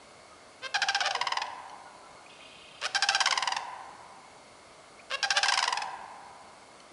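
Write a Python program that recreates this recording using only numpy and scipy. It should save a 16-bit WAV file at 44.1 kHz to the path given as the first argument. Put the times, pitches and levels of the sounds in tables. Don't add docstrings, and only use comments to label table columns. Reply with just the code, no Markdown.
import sys
import numpy as np
from scipy import signal
from scipy.fft import rfft, irfft
from scipy.io import wavfile
from scipy.ndimage import uniform_filter1d

SR = 44100
rng = np.random.default_rng(int(sys.argv[2]) if len(sys.argv) > 2 else 0)


def makeup_ratio(level_db):
    decades = np.asarray(level_db, float) / 20
    return 10 ** decades


def put_to_file(sound):
    columns = np.atleast_2d(sound).T
    safe = np.clip(columns, -1, 1)
    whole_steps = np.round(safe * 32767)
    wavfile.write(sys.argv[1], SR, whole_steps.astype(np.int16))


N = 305172
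EDGE_HZ = 11000


def evened(x):
    return x / np.sqrt(np.mean(x ** 2) + 1e-20)


def read(points, hz):
    f, value = np.transpose(points)
    return np.interp(np.log(hz + 1), np.log(f + 1), value)


def add(mix, s, sound):
    part = mix[round(s * SR):][:len(sound)]
    part += sound[:len(part)]


def swell(length, rise, fall):
    u = np.linspace(0, 1, int(length * SR))
    shape = u ** rise * (1 - u) ** fall
    return shape / shape.max()


def fuzzy(hz, width):
    r = np.exp(-np.pi * width / SR)
    z = rng.standard_normal(N) + 1j * rng.standard_normal(N)
    z = signal.lfilter([1], np.convolve([1, -r], [1, -r]), z)
    carrier = np.exp(2j * np.pi * hz * np.arange(N) / SR)
    return evened((z * carrier).real)


def wash():
    # (frequency [Hz], density [dB per Hz])
    wash_colour = [(12, -75), (20, -2), (97, -6.5), (394, -3.5), (426, -1), (499, -5.5), (633, 3.5),
                   (868, -5), (1190, -1.5), (1820, -11.5), (2180, -17.5), (2630, -12.5), (4340, -15),
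                   (4950, -15.5), (10900, -19.5), (14200, -46), (22000, -120)]
    # (frequency [Hz], width [Hz], level [dB])
    chorus_bands = [(2160, 230, -64.5), (4420, 550, -68.5)]
    frames, hz = N // 256 + 5, np.fft.rfftfreq(1024, 1 / SR)
    a, b, patches = rng.standard_normal((frames, 513, 3)).T
    patches = uniform_filter1d(patches, 10, 0)
    patches = evened(uniform_filter1d(patches, 14, 1))
    patch_db = .7
    z = (a + 1j * b) * makeup_ratio(read(wash_colour, hz)[:, None] + patch_db * patches)
    steady = signal.istft(z, nperseg=1024, noverlap=768)[1][:N]
    chorus = sum(makeup_ratio(db) * fuzzy(f, width) for f, width, db in chorus_bands)
    return makeup_ratio(-53.5) * evened(steady) + chorus


def wavering_tones(notes):
    out = np.zeros(N)
    for s, db, first_hz, last_hz, length in notes:
        shape = swell(length, rise=.9, fall=1.1)
        waver = 1 + .35 * evened(uniform_filter1d(rng.standard_normal(len(shape)), 120))
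        pitch_hz = np.linspace(first_hz, last_hz, len(shape))
        tone = np.sin(2 * np.pi * np.cumsum(pitch_hz) / SR)
        add(out, s, makeup_ratio(db + 5) * shape * waver * tone)
    return out


def chips():
    # (time [s], level [dB], first pitch [Hz], last pitch [Hz], length [s])
    chip_notes = [(2.261, -51, 2200, 2750, .011), (2.299, -55, 3200, 3600, .014),
                  (2.298, -65, 5100, 5100, .012), (2.300, -60, 2550, 2500, .03),
                  (2.405, -52, 2250, 2650, .011), (2.425, -59, 2480, 2520, .04),
                  (4.990, -53, 2050, 2650, .016), (.30, -60, 1280, 1220, .07), (1.85, -60, 1450, 1440, .06),
                  (2.02, -61, 1320, 1370, .07), (2.17, -64, 1430, 1430, .06), (2.17, -67, 4230, 4230, .03)]
    return wavering_tones(chip_notes)


def wood(x):
    # (frequency [Hz], t60 [s], level [dB])
    trunk_ring = [(396, 0.92, 4), (650, 2.26, 8), (926, 2.22, -2.5), (1580, 1.82, -4), (2550, 1.07, -3.5),
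                  (5200, 0.5, -1.5), (10000, 0.76, -1.5)]
    tail_db, reeds_db, reeds_t60 = -11.5, -10, .044
    size = 3 * SR
    taps = np.zeros(size)
    at = np.arange(30, size - 22, 22)
    taps[at + rng.integers(0, 22, len(at))] = rng.choice([-1., 1.], len(at))
    reeds = taps * makeup_ratio(-60 * np.arange(size) / SR / reeds_t60)
    late = taps * (np.arange(size) > .02 * SR)
    hz, t, z = signal.stft(late, SR, nperseg=256)
    t60, db = (read(np.array(trunk_ring)[:, [0, k]], hz)[:, None] for k in (1, 2))
    tail = signal.istft(z * makeup_ratio(db - 60 * t / t60), SR, nperseg=256)[1][:size]
    echo = makeup_ratio(tail_db) * tail / np.linalg.norm(tail)
    echo += makeup_ratio(reeds_db) * reeds / np.linalg.norm(reeds)
    return signal.fftconvolve(x, echo)[:N]


def turned(x):
    # (time [s], gain above 6 kHz [dB])
    bill_turn = [(.6, -9), (1.1, -7.5), (1.5, -16), (2.8, 2), (3.0, 1), (3.6, -4.5), (5.1, -6), (5.5, 2),
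                 (5.904, -5)]
    treble = signal.sosfiltfilt(signal.butter(2, 6000, "high", fs=SR, output="sos"), x)
    gain = makeup_ratio(np.interp(np.arange(N) / SR, *np.transpose(bill_turn)))
    return x + treble * (gain - 1)


def colour(x, points):
    cepstrum = irfft(np.log(makeup_ratio(read(points, np.fft.rfftfreq(4096, 1 / SR)))))
    cepstrum[1:2048] *= 2
    cepstrum[2049:] = 0
    response = irfft(np.exp(rfft(cepstrum)))[:600]
    return signal.fftconvolve(x, response)


def pulses(hz, shape, breath, jitter, dulling, limp=0):
    drift, puff, strength = rng.standard_normal((3, len(hz)))
    turns = np.cumsum(hz * (1 + jitter * uniform_filter1d(drift, 60))) / SR - .5
    order = np.arange(1, int(EDGE_HZ / hz.max()) + 1)[:, None]
    fade = (shape + 1e-9) ** (1 + dulling * np.log(order))
    snaps = -(fade * np.cos(2 * np.pi * order * turns)).sum(0) / np.sqrt(len(order) / 2)
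    uneven = makeup_ratio(1.3 * strength[turns.clip(0).round().astype(int)])
    uneven *= 1 - limp * np.cos(np.pi * turns)
    puffs = breath * fade[len(order) // 2] * puff * np.exp(-(turns % 1) / 1.1)
    return uneven * snaps + puffs


def leads():
    # (time [s], length [s], first pitch [Hz], level [dB], stutter [0-1])
    lead_notes = [
        (0.614, 0.059, 517, -37.5, 0.49),
        (1.02, 0.055, 567, -35, 0.62),
        (2.812, 0.049, 505, -34.5, 0.83),
        (3.104, 0.039, 645, -37.5, 0.58),
        (5.097, 0.0285, 501.5, -37.5, 0.76),
        (5.111, 0.047, 533, -33, 0.45),
        (5.340, 0.052, 574.7, -32.5, 0.47),
    ]
    # (frequency [Hz], gain [dB])
    lead_colour = [(250, -35), (480, -6.5), (1100, 0), (1600, 4.5), (2150, -4), (2700, 4), (3200, -0.5),
                   (4800, -5.5), (5400, -4.5), (6400, -15.5), (10900, -20)]
    out = np.zeros(N)
    for s, length, first_hz, db, stutter in lead_notes:
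        rise = .0356 + .95 * max(stutter - .56, 0)
        shape = swell(length, rise=.83, fall=.22)
        t = np.arange(len(shape)) / SR
        clump_depth = np.clip(2 * stutter - .5, 0, 1)
        clumps = 1 - clump_depth * (1 - np.exp(-(t * 122 % 1) / .34))
        pitch_hz = first_hz * (1 + rise * (t / t[-1]) ** 1.2)
        pitch_hz *= 1 - .1 * np.exp(-t / .008)
        drive = pulses(pitch_hz, shape, .15 + .4 * stutter, jitter=.05 + .15 * stutter, dulling=.5)
        add(out, s, makeup_ratio(db) * evened(colour(clumps * drive, lead_colour)))
    return out


def crane(knocks, knock_colour, return_colour, length, delay, limp, return_breath, hum_db, close_db):
    out = np.zeros(N)
    for s, db, hz, return_db, return_s, return_hz in knocks:
        start = s - .0012
        back_start, back_db = start + delay, db + return_db

        shape = swell(length, rise=.3, fall=.5)
        knock_hz = hz * np.linspace(.965, 1.03, len(shape))
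        knock = pulses(knock_hz, shape, breath=1, jitter=.25, dulling=.35, limp=limp)
        knock = colour(knock, knock_colour)
        add(out, start, makeup_ratio(db) * knock / abs(knock).max())

        shape = swell(.003, rise=.5, fall=.5)
        snap = colour(pulses(hz + 0 * shape, shape, breath=1, jitter=.2, dulling=.6), knock_colour)
        add(out, back_start + return_s - .002, makeup_ratio(back_db + close_db) * snap / abs(snap).max())

        shape = swell(return_s, rise=.55, fall=.9)
        sag_hz = return_hz * np.linspace(1.01, .985, len(shape))
        back = pulses(sag_hz, shape, return_breath, jitter=.23, dulling=.14, limp=.29 * limp)
        back = colour(back, return_colour)
        add(out, back_start, makeup_ratio(back_db) * back / abs(back).max())

        shape = swell(return_s, rise=.17, fall=.61)
        hum = np.sin(2 * np.pi * (return_hz * np.arange(len(shape)) / SR + rng.random()))
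        add(out, back_start + .9 * return_s, makeup_ratio(back_db + hum_db) * shape * hum)
    return out


def piped(roll):
    s, db, hz = np.transpose(roll)
    age = s - s[0]
    spent = np.maximum(age - .26, 0)
    return_s = .018 + (.028 - .018) * np.exp(-age / .0808)
    return_db = -14 - 118 * spent - db
    return_hz = np.where(spent > 0, 759, 795)
    return list(zip(s, db, hz, return_db, return_s, return_hz))


def followed(knocks, under_db, length, share):
    return [(s, db, hz, under_db, length, share * hz) for s, db, hz in knocks]


def low_crane():
    # (time [s], peak [dB], pitch [Hz])
    low_rolls = [
        [(0.743, -13.5, 828), (0.819, -10, 859), (0.886, -9.5, 841), (0.947, -10.5, 878), (1.0051, -11, 781),
         (1.059, -14, 815), (1.1084, -13.5, 785)],
        [(2.948, -11, 870), (3.024, -8.5, 869), (3.088, -7, 882), (3.148, -8, 841), (3.2046, -8, 829),
         (3.258, -9, 795), (3.3089, -10, 770)],
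        [(5.229, -10, 817), (5.305, -8, 870), (5.37, -9.5, 866), (5.431, -9.5, 865), (5.484, -9.5, 874),
         (5.5388, -11, 807), (5.5904, -10.5, 783), (5.6404, -12.5, 830)],
    ]
    # (time [s], peak [dB], pitch [Hz])
    slips = [(1.0705, -13.5, 618), (1.162, -29, 820), (2.8148, -27, 457), (2.859, -16, 746),
             (3.364, -30, 795), (5.0995, -33, 495), (5.6005, -20, 740), (5.652, -24, 690)]
    # (level under the knock [dB], length [s], share of the knock's pitch)
    slip_return = (-3.5, .0095, 0.99)
    # (frequency [Hz], gain [dB])
    low_knock_colour = [(350, -16.5), (680, -17), (900, 2.5), (1650, 7.5), (2100, -11), (2700, 8.5),
                        (3400, 2.5), (4000, 1), (4600, 4), (5200, 8), (5900, 2.5), (7000, -4), (10900, -19)]
    # (frequency [Hz], gain [dB])
    low_return_colour = [(350, -64.5), (700, -6.5), (800, -10.5), (1200, -10), (1600, -3), (2400, -14.5),
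                         (3200, -12.5), (4000, -14), (4800, -13), (5600, -12.5), (6500, -27.5),
                         (10900, -31.5)]
    knocks = followed(slips, *slip_return)
    for roll in low_rolls:
        knocks += piped(roll)
    return crane(knocks, low_knock_colour, low_return_colour, length=.0064, delay=.0035,
                 limp=.32, return_breath=.9, hum_db=-16.5, close_db=-10)


def murmurs():
    # (time [s], level [dB], first pitch [Hz], last pitch [Hz], length [s])
    murmur_notes = [
        (1.09, -51, 640, 560, .05),
        (1.15, -52, 500, 450, .05),
        (3.27, -50, 580, 500, .06),
        (3.33, -56, 420, 360, .05),
        (5.66, -53, 520, 420, .06),
    ]
    return wavering_tones(murmur_notes)


def high_crane():
    # (time [s], peak [dB], pitch [Hz])
    high_knocks = [(1.15, -10.5, 1010), (1.213, -11, 992), (1.27, -11, 1046), (1.321, -12, 989),
                   (1.371, -12, 968), (1.418, -16.5, 882), (1.466, -31, 934), (3.211, -11.5, 1004),
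                   (3.272, -9, 1060), (3.325, -10, 1040), (3.376, -10, 1000), (3.425, -10, 1014),
                   (3.475, -11, 973), (3.521, -13, 961), (3.566, -14.5, 914), (5.458, -12, 1015),
                   (5.521, -9, 1000), (5.575, -9.5, 1034), (5.627, -10, 987), (5.678, -10.5, 1000),
                   (5.726, -12, 957), (5.773, -15, 865), (5.82, -17.5, 874)]
    # (level under the knock [dB], length [s], share of the knock's pitch)
    high_return = (-13.5, .0085, .94)
    # (frequency [Hz], gain [dB])
    high_knock_colour = [(400, -30), (750, -8), (990, 2.5), (1250, -10), (2000, -7), (3000, -8),
                         (4000, -14.5), (5000, -6.5), (6000, -14), (7500, -20), (10900, -25)]
    # (frequency [Hz], gain [dB])
    high_return_colour = [(400, -34.5), (800, 17), (980, -1.5), (1640, 5.5), (3090, -2), (4990, -13),
                          (6540, -48), (10900, -40)]
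    return crane(followed(high_knocks, *high_return), high_knock_colour, high_return_colour,
                 length=.0078, delay=.008, limp=.18, return_breath=1, hum_db=-10, close_db=2)


def handling():
    # (time [s], level [dB], frequency [Hz])
    bumps = [(1.239, -56.5, 134.7), (5.37, -62, 60), (5.432, -59, 67.5)]
    # (time [s], peak [dB])
    ticks = [(1.697, -37), (6.803, -39)]
    # (frequency [Hz], level [dB], t60 [s])
    casing_modes = [(3050, 0, 0.035), (4340, 3, 0.015), (5900, 1, .015)]
    out, t = np.zeros(N), np.arange(2600) / SR
    for s, db, hz in bumps:
        bump = np.sin(2 * np.pi * hz * t) * np.exp(-((t - .02) / .013) ** 2)
        add(out, s - .02, makeup_ratio(db) * bump)
    tick = sum(makeup_ratio(db - 60 * t / t60) * np.sin(2 * np.pi * hz * t) for hz, db, t60 in casing_modes)
    for s, db in ticks:
        add(out, s, makeup_ratio(db) * tick / abs(tick).max())
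    return out


def trill():
    # (frequency [Hz], width [Hz], level [dB], throb depth [0-1])
    trill_bands = [(3160, 60, -2, .65), (2580, 260, -2, .2), (2850, 260, -4, .2), (3500, 900, -3, .2),
                   (4800, 60, -8, .4)]
    t = np.arange(N) / SR
    throb = np.cos(2 * np.pi * 30.9 * (t - 2.557))
    buzz = np.zeros(N)
    for hz, width, db, depth in trill_bands:
        steady = 200 * depth / width * np.sin(2 * np.pi * hz * t)
        band = (fuzzy(hz, width) + steady) / (1 + 150 * depth / width)
        entry = np.clip(1 - depth + (t - 2.41) / .03, 1 - depth, 1)
        buzz += makeup_ratio(db) * (1 + depth * throb) * band * entry
    start_s, attack_s, hold_s, release_s = 2.28, .018, .67, .1
    corners_s = np.cumsum([start_s, attack_s, hold_s, release_s])
    return makeup_ratio(-58 + np.interp(t, corners_s, [-21, 2, .5, -35])) * buzz


def scene():
    calls = turned(leads() + low_crane() + high_crane())
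    calls += chips() + murmurs() + trill()
    return (wash() + calls + wood(calls) + handling())[None]


def roll_off(x):
    return signal.sosfilt(signal.butter(12, 11060, fs=SR, output="sos"), x)


def record(dry):
    thin = signal.sosfilt(signal.butter(2, 58, "high", fs=SR, output="sos"), dry)
    band_limit = signal.firwin(201, EDGE_HZ, window=("kaiser", 6), fs=SR)
    limited = signal.oaconvolve(thin, band_limit[None], "same")
    return roll_off(limited)


dry = scene()
out = record(dry)
put_to_file(out)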